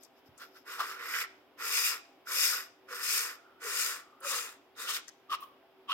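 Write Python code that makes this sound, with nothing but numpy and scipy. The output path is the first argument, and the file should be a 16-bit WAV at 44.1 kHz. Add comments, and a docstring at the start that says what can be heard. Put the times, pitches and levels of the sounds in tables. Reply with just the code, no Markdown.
"""Fingertips brush and tick on metal over the faint fan hum of a small, quiet room. Threaded adapters are
being screwed together by hand above a desk, close to the microphones of a small stereo camera.
The ring turns in eight strokes, chafing as it catches, then ends with a few short squeaks. Countless tiny
slips in the dry thread rasp, ring the barrel and sound the air in the tube, while the hollow under the
palm hums and groans. Between the later strokes the thumb slides lightly over the rim."""
import sys
import numpy as np
from scipy import signal
from scipy.fft import rfft, irfft, next_fast_len
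from scipy.io import wavfile
from scipy.ndimage import uniform_filter1d

SR = 44100
rng = np.random.default_rng(int(sys.argv[2]) if len(sys.argv) > 2 else 0)


def transcribe(signal):
    """Save signal, clipped to [-1, 1], as a 16-bit WAV file at the path in sys.argv[1]."""
    frames = np.atleast_2d(signal).T
    limited = np.clip(frames, -1, 1)
    pcm = np.round(limited * 32767).astype(np.int16)
    wavfile.write(sys.argv[1], SR, pcm)


N = 261732
T = np.arange(N) / SR
FFT_SIZE = next_fast_len(N + SR // 20, True)
HZ = np.maximum(np.arange(FFT_SIZE // 2 + 1), 1) * SR / FFT_SIZE


def undb(db):
    """Decibels to gain."""
    return 10 ** (np.asarray(db) / 20)


def unit(x):
    """Scale to rms 1."""
    return x / np.sqrt(np.mean(x ** 2) + 1e-20)


def colour(points):
    """A (frequency [Hz], gain [dB]) table as gain at every frequency."""
    hz, db = np.transpose(points)
    return undb(np.interp(np.log(HZ), np.log(hz), db))


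def resonance(hz, width_hz):
    """Response of one damped mode, gain 1 at its centre."""
    return 1 / (1 + 1j * (HZ ** 2 - hz ** 2) / (HZ * width_hz))


def through(x, response):
    """Filter a sound by a frequency response."""
    return irfft(rfft(x, FFT_SIZE) * response, FFT_SIZE)[:N]


def noise():
    """White noise."""
    return rng.standard_normal(N)


def drift(rate_hz):
    """Smooth random wander with rms 1."""
    steps = rng.standard_normal(N // 8)
    return unit(np.interp(2 * rate_hz * T, np.arange(len(steps)), steps))


def slips(per_s, spread_db):
    """Dense tiny impacts of uneven size, as rough spots of two surfaces let go."""
    return (rng.random(N) < per_s / SR) * noise() * undb(spread_db * noise())


def burst(x, shape, db):
    """Shape a sound in time so that its level is db where the shape is 1."""
    shaped = x * shape
    return shaped * undb(db) * np.sqrt(np.sum(shape ** 2) / (np.sum(shaped ** 2) + 1e-20))


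def swell(at, half_s):
    """A touch that grows and lets go."""
    return np.exp(-.5 * ((T - at) / half_s) ** 2)


# Room tone at the microphones: (frequency [Hz], relative level [dB])
ROOM_TONE = [(25, -37.5), (85, -24.5), (210, -22), (270, -8), (450, -13.5), (700, -13), (1300, -19.5),
             (1700, -23), (3300, -26.5), (4300, -36), (5100, -34), (6000, -45), (9700, -51), (12000, -38.5),
             (15800, -41)]
# Hum of the fan in the background: (frequency [Hz], level [dB])
FAN_LINES = [(383.5, -70), (678, -78.5), (797, -81.5)]
def room():
    """Soft air noise, most alike at both microphones in the bass, and the wavering lines of a fan."""
    stereo_width = np.clip(HZ / 3000, .35, 1)
    mid = through(noise(), colour(ROOM_TONE))
    side = through(noise(), colour(ROOM_TONE) * stereo_width)
    air_db = -64.5 + 0.667 * drift(5.4)
    air = (mid + side * np.array([[1], [-1]])) / np.std(mid) * undb(air_db)
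    hum = 0
    for hz, db in FAN_LINES:
        gain = undb(db + 3.6 * drift(8.2))
        phase = 2 * np.pi * np.cumsum(hz + 1.09 * drift(6)) / SR
        hum += gain * unit(np.sin(phase))
    return air + hum


# Modes of the metal barrel: (frequency [Hz], width [Hz], gain [dB])
BARREL_MODES = [(1970, 53, -15.5), (2310, 130, -4), (2540, 88, -14.5), (3710, 440, -2), (4826, 160, 2),
                (5090, 330, -4), (5240, 160, 3), (6600, 80, -22.5), (11880, 200, 6), (12400, 400, -13)]
def barrel():
    """Response of the barrel, all its modes together."""
    return sum(undb(db) * resonance(hz, width) for hz, width, db in BARREL_MODES)


# Fingertips shifting on the barrel, faint even this close: (time [s], half length [s], level [dB])
FINGER_RUSTLES = [(0.034, 0.023, -62.5), (0.179, 0.019, -71.5), (0.273, 0.012, -68), (0.436, 0.034, -61),
                  (0.575, 0.033, -64)]
def rustles():
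    """Dry skin brushes the metal and barely rings it."""
    skin = through(slips(per_s=9000, spread_db=4.0), barrel())
    return sum(burst(skin, swell(at, half_s), db) for at, half_s, db in FINGER_RUSTLES)


# Nails and thumbscrews tick, the hand bumps the body: (time [s], level [dB], centre [Hz], decay [s])
HAND_TICKS = [(0.035, -50.5, 6920, 0.0044), (0.049, -54, 5860, .003), (0.29, -61.5, 106.6, 0.04),
              (0.38, -54, 7300, 0.011), (4.206, -54.5, 10900, .0066), (5.083, -39.5, 6100, 0.00067),
              (5.082, -51.5, 1660, 0.012), (5.09, -45.5, 5600, .004), (5.406, -54.5, 13900, 0.035)]
def ticks(rise_s=0.0021, width_share=0.61):
    """Light contacts that die away at once in the hand."""
    out, contact = 0, noise()
    for at, db, hz, decay_s in HAND_TICKS:
        shape = np.exp(-np.abs(T - at) / np.where(T < at, rise_s, decay_s))
        band = through(contact, resonance(hz, width_share * hz) ** 2)
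        out += burst(band, shape, db)
    return out


def stick_slip(hz, width_hz):
    """A friction tone whose pitch and strength stray, held in by its mode."""
    phase = 2 * np.pi * np.cumsum(hz + .35 * width_hz * drift(width_hz)) / SR
    tone = np.sin(phase) * undb(4.7 * drift(width_hz))
    return through(tone, resonance(np.mean(hz), 1.85 * width_hz) ** 2)


# The ring catching, close to the microphones: (time [s], half length [s], level [dB], pitch [Hz],
# width [Hz], upper mode over squeak [dB], grit over squeak [dB])
CATCHES = [(0.424, 0.02, -49.5, 1350, 495, -31, -1), (0.568, 0.014, -58, 1343, 406, -31, -0.5),
           (0.726, 0.021, -50.5, 1280, 489, -3, 0.5), (0.806, 0.0099, -30, 1150, 627, -19, -6.5),
           (0.835, 0.012, -37.5, 1280, 473, -24, -7), (0.917, 0.027, -44, 1300, 453, -26, -6),
           (1.16, 0.019, -36.5, 1438, 498, -7.5, -9), (1.213, 0.0089, -38.5, 1388, 497, -25, -2),
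           (2.274, 0.0046, -42, 1400, 404, -22, -21), (2.535, 0.011, -37.5, 1400, 395, -13.5, -10),
           (3.926, .012, -49, 1624, 498, -15, -3), (4.253, 0.02, -41.5, 1350, 453.5, -14, -12),
           (4.335, 0.023, -39.5, 1225, 500, -23, 1.5), (4.386, 0.0061, -40, 1233, 398, -4, 2.5),
           (4.9, 0.017, -42.5, 1240, 394, 5, 3.5), (4.967, 0.0063, -55.5, 1310, 400, 15, 19.5),
           (5.316, 0.0099, -34.5, 1208, 149.6, -12.5, -12.5), (5.339, .011, -30, 1137, 280, -10, -10),
           (5.432, 0.0083, -42, 1116, 181.5, -12.5, -16.5), (5.901, 0.0077, -37.5, 1134, 327.3, -8, -21.5),
           (5.922, 0.016, -34.5, 1195, 321, 1.5, -11)]
def squeaks():
    """When the ring catches, stick-slip drives one low mode."""
    return sum(burst(stick_slip(hz, width), swell(at, half_s), db)
               for at, half_s, db, hz, width, _, _ in CATCHES)


# Colour of the grit in a catch: (frequency [Hz], gain [dB])
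GRIT_COLOUR = [(120, -35), (450, -8), (750, -9), (1800, 3), (2400, 2), (4000, 0), (5300, -1.5),
               (6500, -9.5), (10000, -13.5), (12000, -8), (15800, -14)]
def chafes():
    """The same catches shake an upper mode and shed some grit."""
    upper = through(slips(per_s=2200, spread_db=5.5), resonance(hz=3070, width_hz=800) ** 2)
    grit = through(slips(per_s=3000, spread_db=0.5), colour(GRIT_COLOUR))
    out = 0
    for at, half_s, db, _, _, upper_db, grit_db in CATCHES:
        shape = swell(at, half_s)
        out += burst(upper, shape, db + upper_db) + burst(grit, shape, db + grit_db)
    return out


# Tight spots in the thread slow the ring: (time [s], half length [s], speed lost [0-1])
THREAD_TIGHT_SPOTS = [(0.807, 0.054, 0.54), (1.703, 0.014, 0.1), (1.829, 0.02, 0.24), (2.384, 0.024, 0.08),
                      (2.478, 0.022, 0.06), (2.998, 0.024, 0.29), (3.742, 0.058, 0.25), (4.33, 0.018, 0.21),
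                      (4.868, 0.024, 0.39), (4.928, 0.011, 0.38)]
def turning(start, up_s, down_s, wind_up_s=0.019, bite_s=0.052, stall_share=0.48):
    """Speed and sliding contact (both 0-1) of one stroke: the grip bites and holds until the turn stalls."""
    since = np.maximum(T - start, 0)
    rising = np.minimum(since / up_s, 1) ** 0.54 * (1 - np.exp(-since / wind_up_s))
    falling = np.clip(1 - (since - up_s) / down_s, 0, 1)
    drag = sum(lost * swell(at, half_s) for at, half_s, lost in THREAD_TIGHT_SPOTS
               if start < at < start + up_s + down_s)
    speed = rising * falling * np.clip(1 - drag, 0, 1)
    contact = (np.minimum(since / bite_s, 1) * np.minimum(falling / stall_share, 1)) ** 2
    return speed, contact


def weak_modes(spacing_hz, depth_db):
    """The many weak modes of the rings, as an uneven gain over frequency."""
    modes = rng.standard_normal(2000)
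    return undb(depth_db * np.interp(HZ / spacing_hz, np.arange(len(modes)), modes))


def shifting_modes(judder, response, per_s, spread_db, rate_hz, detune=0.018, patchy_db=10):
    """Slips sound modes that the fingers detune and favour by turns; the level stays even."""
    out = 0
    for stretch in np.linspace(1 - detune, 1 + detune, 4):
        modes = np.interp(HZ * stretch, HZ, np.abs(response)) * weak_modes(spacing_hz=90.53, depth_db=4)
        out += through(judder * slips(per_s, spread_db), modes) * undb(patchy_db * drift(rate_hz))
    running_rms = np.sqrt(uniform_filter1d(out ** 2, size=SR // 50))
    return unit(out / running_rms)


# Turns of the wrist, close to the microphones: (time [s], speeding up [s], slowing down [s],
# relative scrape [dB], relative hiss [dB], relative ring [dB], scrape pitch [ratio],
# tube level [dB], tube pitch [Hz])
WRIST_TURNS = [ (0.634, 0.19, 0.21, -49, -41.5, -44.5, 0.96, -49, 2130),
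               (0.948, 0.27, 0.057, -46.5, -44, -45, 0.95, -37, 2050),
               (1.56, 0.29, 0.18, -45.5, -30.5, -34.5, 0.92, -34.5, 2410),
               (2.243, 0.2, 0.27, -45, -30, -32, 0.98, -45, 2510),
               (2.862, 0.3, 0.25, -47, -33, -38, 0.95, -49, 2530),
               (3.586, .21, .28, -46, -30, -41, .96, -67, 2500),
               (4.205, 0.11, 0.3, -51.5, -33.5, -54.5, 0.893, -48.5, 3730),
               (4.743, 0.19, .095, -49.5, -33.5, -43, 0.96, -38.5, 3730)]
# Colours of the coarse scrape and the fine hiss: (frequency [Hz], gain [dB])
SCRAPE_COLOUR = [(150, -57), (280, -22), (390, -28), (490, -2.5), (620, -14), (800, -21), (1050, -2),
                 (1300, 3.5), (1520, 7), (1670, -1), (2000, 1), (3000, -8.5), (4300, -12.5), (7000, -25.5),
                 (16000, -47.5)]
HISS_COLOUR = [(900, -38.5), (1800, -1), (2550, 4), (3200, -2.5), (3800, 0), (4350, -5), (4750, 1.5),
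               (5450, -0.5), (5850, 2.5), (7000, 1.5), (9200, -1.5), (10700, -5.5), (12200, -3),
               (13600, -7), (15800, -8)]
def thread_rasp(judder, motion, gain_db=3.5):
    """Slips in the thread give a coarse scrape on contact; with speed they hiss and ring the barrel."""
    coarse = judder * slips(per_s=8000, spread_db=1.5)
    hiss = shifting_modes(judder, colour(HISS_COLOUR), per_s=30000, spread_db=1.0, rate_hz=11)
    ring = shifting_modes(judder, barrel(), per_s=11000, spread_db=3, rate_hz=14)
    out = 0
    for (speed, contact), (_, _, _, scrape_db, hiss_db, ring_db, ratio, _, _) in zip(motion, WRIST_TURNS):
        free_modes = weak_modes(spacing_hz=93.4, depth_db=0.5)  # each grip leaves others free to ring
        scrape_colour = colour(np.array(SCRAPE_COLOUR) * [ratio, 1])
        scrape = unit(through(coarse, scrape_colour * free_modes))
        out += scrape * undb(scrape_db) * contact
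        out += hiss * undb(hiss_db) * speed ** 2.66
        out += ring * undb(ring_db) * speed ** 2.25
    return out * undb(gain_db)


def tube_air(judder, motion, width_hz=650):
    """The rubbing sounds the half-closed tube, at a pitch that depends on the hand."""
    rubbing = judder * slips(per_s=6200, spread_db=12.5)
    return sum(burst(through(rubbing, resonance(hz, width_hz) ** 2), speed ** 2, db)
               for (speed, _), (*_, db, hz) in zip(motion, WRIST_TURNS))


# Groans from the hollow between palm and tube: (time [s], level [dB], pitch [Hz])
PALM_GROANS = [(1.654, -61.5, 493), (2.924, -51.5, 505), (3.67, -48.5, 439), (4.269, -46.5, 522),
               (4.362, -50, 499), (4.859, -58.5, 476)]
def palm_hollow(motion, hum_hz=451.0, hum_db=-67.5, groan_half_s=0.026, sag=0.055):
    """Air under the palm hums while the ring turns, and groans with sinking pitch as the hand closes."""
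    sliding = sum(contact for _, contact in motion)
    out = burst(stick_slip(np.full(N, hum_hz), width_hz=85), sliding, hum_db)
    for at, db, hz in PALM_GROANS:
        sinking = 1 - sag * np.tanh((T - at) / groan_half_s)
        out += burst(stick_slip(hz * sinking, width_hz=65), swell(at, groan_half_s), db)
    return out


# The thumb on the rim between strokes: (time [s], half length [s], level [dB], pitch [Hz])
THUMB_SLIDES = [(3.414, 0.17, -64, 1357), (4.083, 0.081, -62.5, 1244)]
def thumb_slides():
    """Skin gliding on the rim draws a faint tone from it."""
    return sum(burst(stick_slip(hz, width_hz=320), swell(at, half_s), db)
               for at, half_s, db, hz in THUMB_SLIDES)


# Balance of the camera's two microphones: (frequency [Hz], left minus right [dB])
MIC_BALANCE = [(150, 1.5), (450, 2.5), (1200, 1), (2000, -3.5), (2600, -8.5), (3400, 1), (4200, 3.5),
               (5100, 12.5), (5700, 8), (7600, 13.5), (9400, 13), (12000, -4), (14300, -3.5), (15800, 3)]
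# Paths round the hand to the right microphone: (frequency [Hz], scattered over direct sound [dB])
HAND_SCATTER = [(300, -6), (1400, -27), (2300, 4), (3400, -5.5), (5000, 26), (8000, 9), (15000, 31.5)]
def microphones(direct, scattered, tones, lag_s=0.00011):
    """Sound reaches the left port first; the right hears much of the treble by paths round the hand."""
    scatter, balance = colour(HAND_SCATTER), colour(MIC_BALANCE)
    lag = np.exp(-2j * np.pi * HZ * lag_s)
    direct_share = 1 / np.sqrt(1 + scatter ** 2)
    right = through(direct, lag * direct_share) + through(scattered, scatter * direct_share)
    right += through(tones, lag)
    equal_power = np.sqrt(2 / (1 + balance ** 2))
    return through(direct + tones, balance * equal_power), through(right, equal_power)


def reflections(x, t60_s, db, band_hz):
    """A dense cloud of echoes, from surfaces that return only one range of wavelengths."""
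    t = T[:SR // 2]
    tail = rng.standard_normal(len(t)) * undb(-60 * t / t60_s)
    wet = signal.fftconvolve(x, tail / np.sqrt(np.sum(tail ** 2)))[:N]
    return undb(db) * signal.sosfilt(signal.butter(2, band_hz, "bandpass", fs=SR, output="sos"), wet)


def scene():
    """The handled rings, heard from close by over a cluttered desk in a small room."""
    judder = undb(0.24 * drift(45) + 0.87 * drift(250))  # the thread never slides evenly
    motion = [turning(start, up_s, down_s) for start, up_s, down_s, *_ in WRIST_TURNS]
    # both paths carry the same gestures, each with its own fine grain
    direct, scattered = (
        thread_rasp(judder, motion) + tube_air(judder, motion) + chafes() + rustles() + ticks()
        for _ in range(2))
    tones = palm_hollow(motion) + squeaks() + thumb_slides()
    close = microphones(direct, scattered, tones)
    desk = [reflections(x, t60_s=0.043, db=-6.0, band_hz=(2010, 15000)) for x in close]
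    walls = [reflections(x, t60_s=0.42, db=-10.5, band_hz=(200, 6010)) for x in close]
    return undb(-0.46) * (np.array(close) + desk + walls) + room()


def record(dry):
    """The camera cuts the treble steeply above 15.9 kHz."""
    return signal.sosfilt(signal.ellip(12, .1, 80, 15900, fs=SR, output="sos"), dry)


dry = scene()
out = record(dry)
transcribe(out)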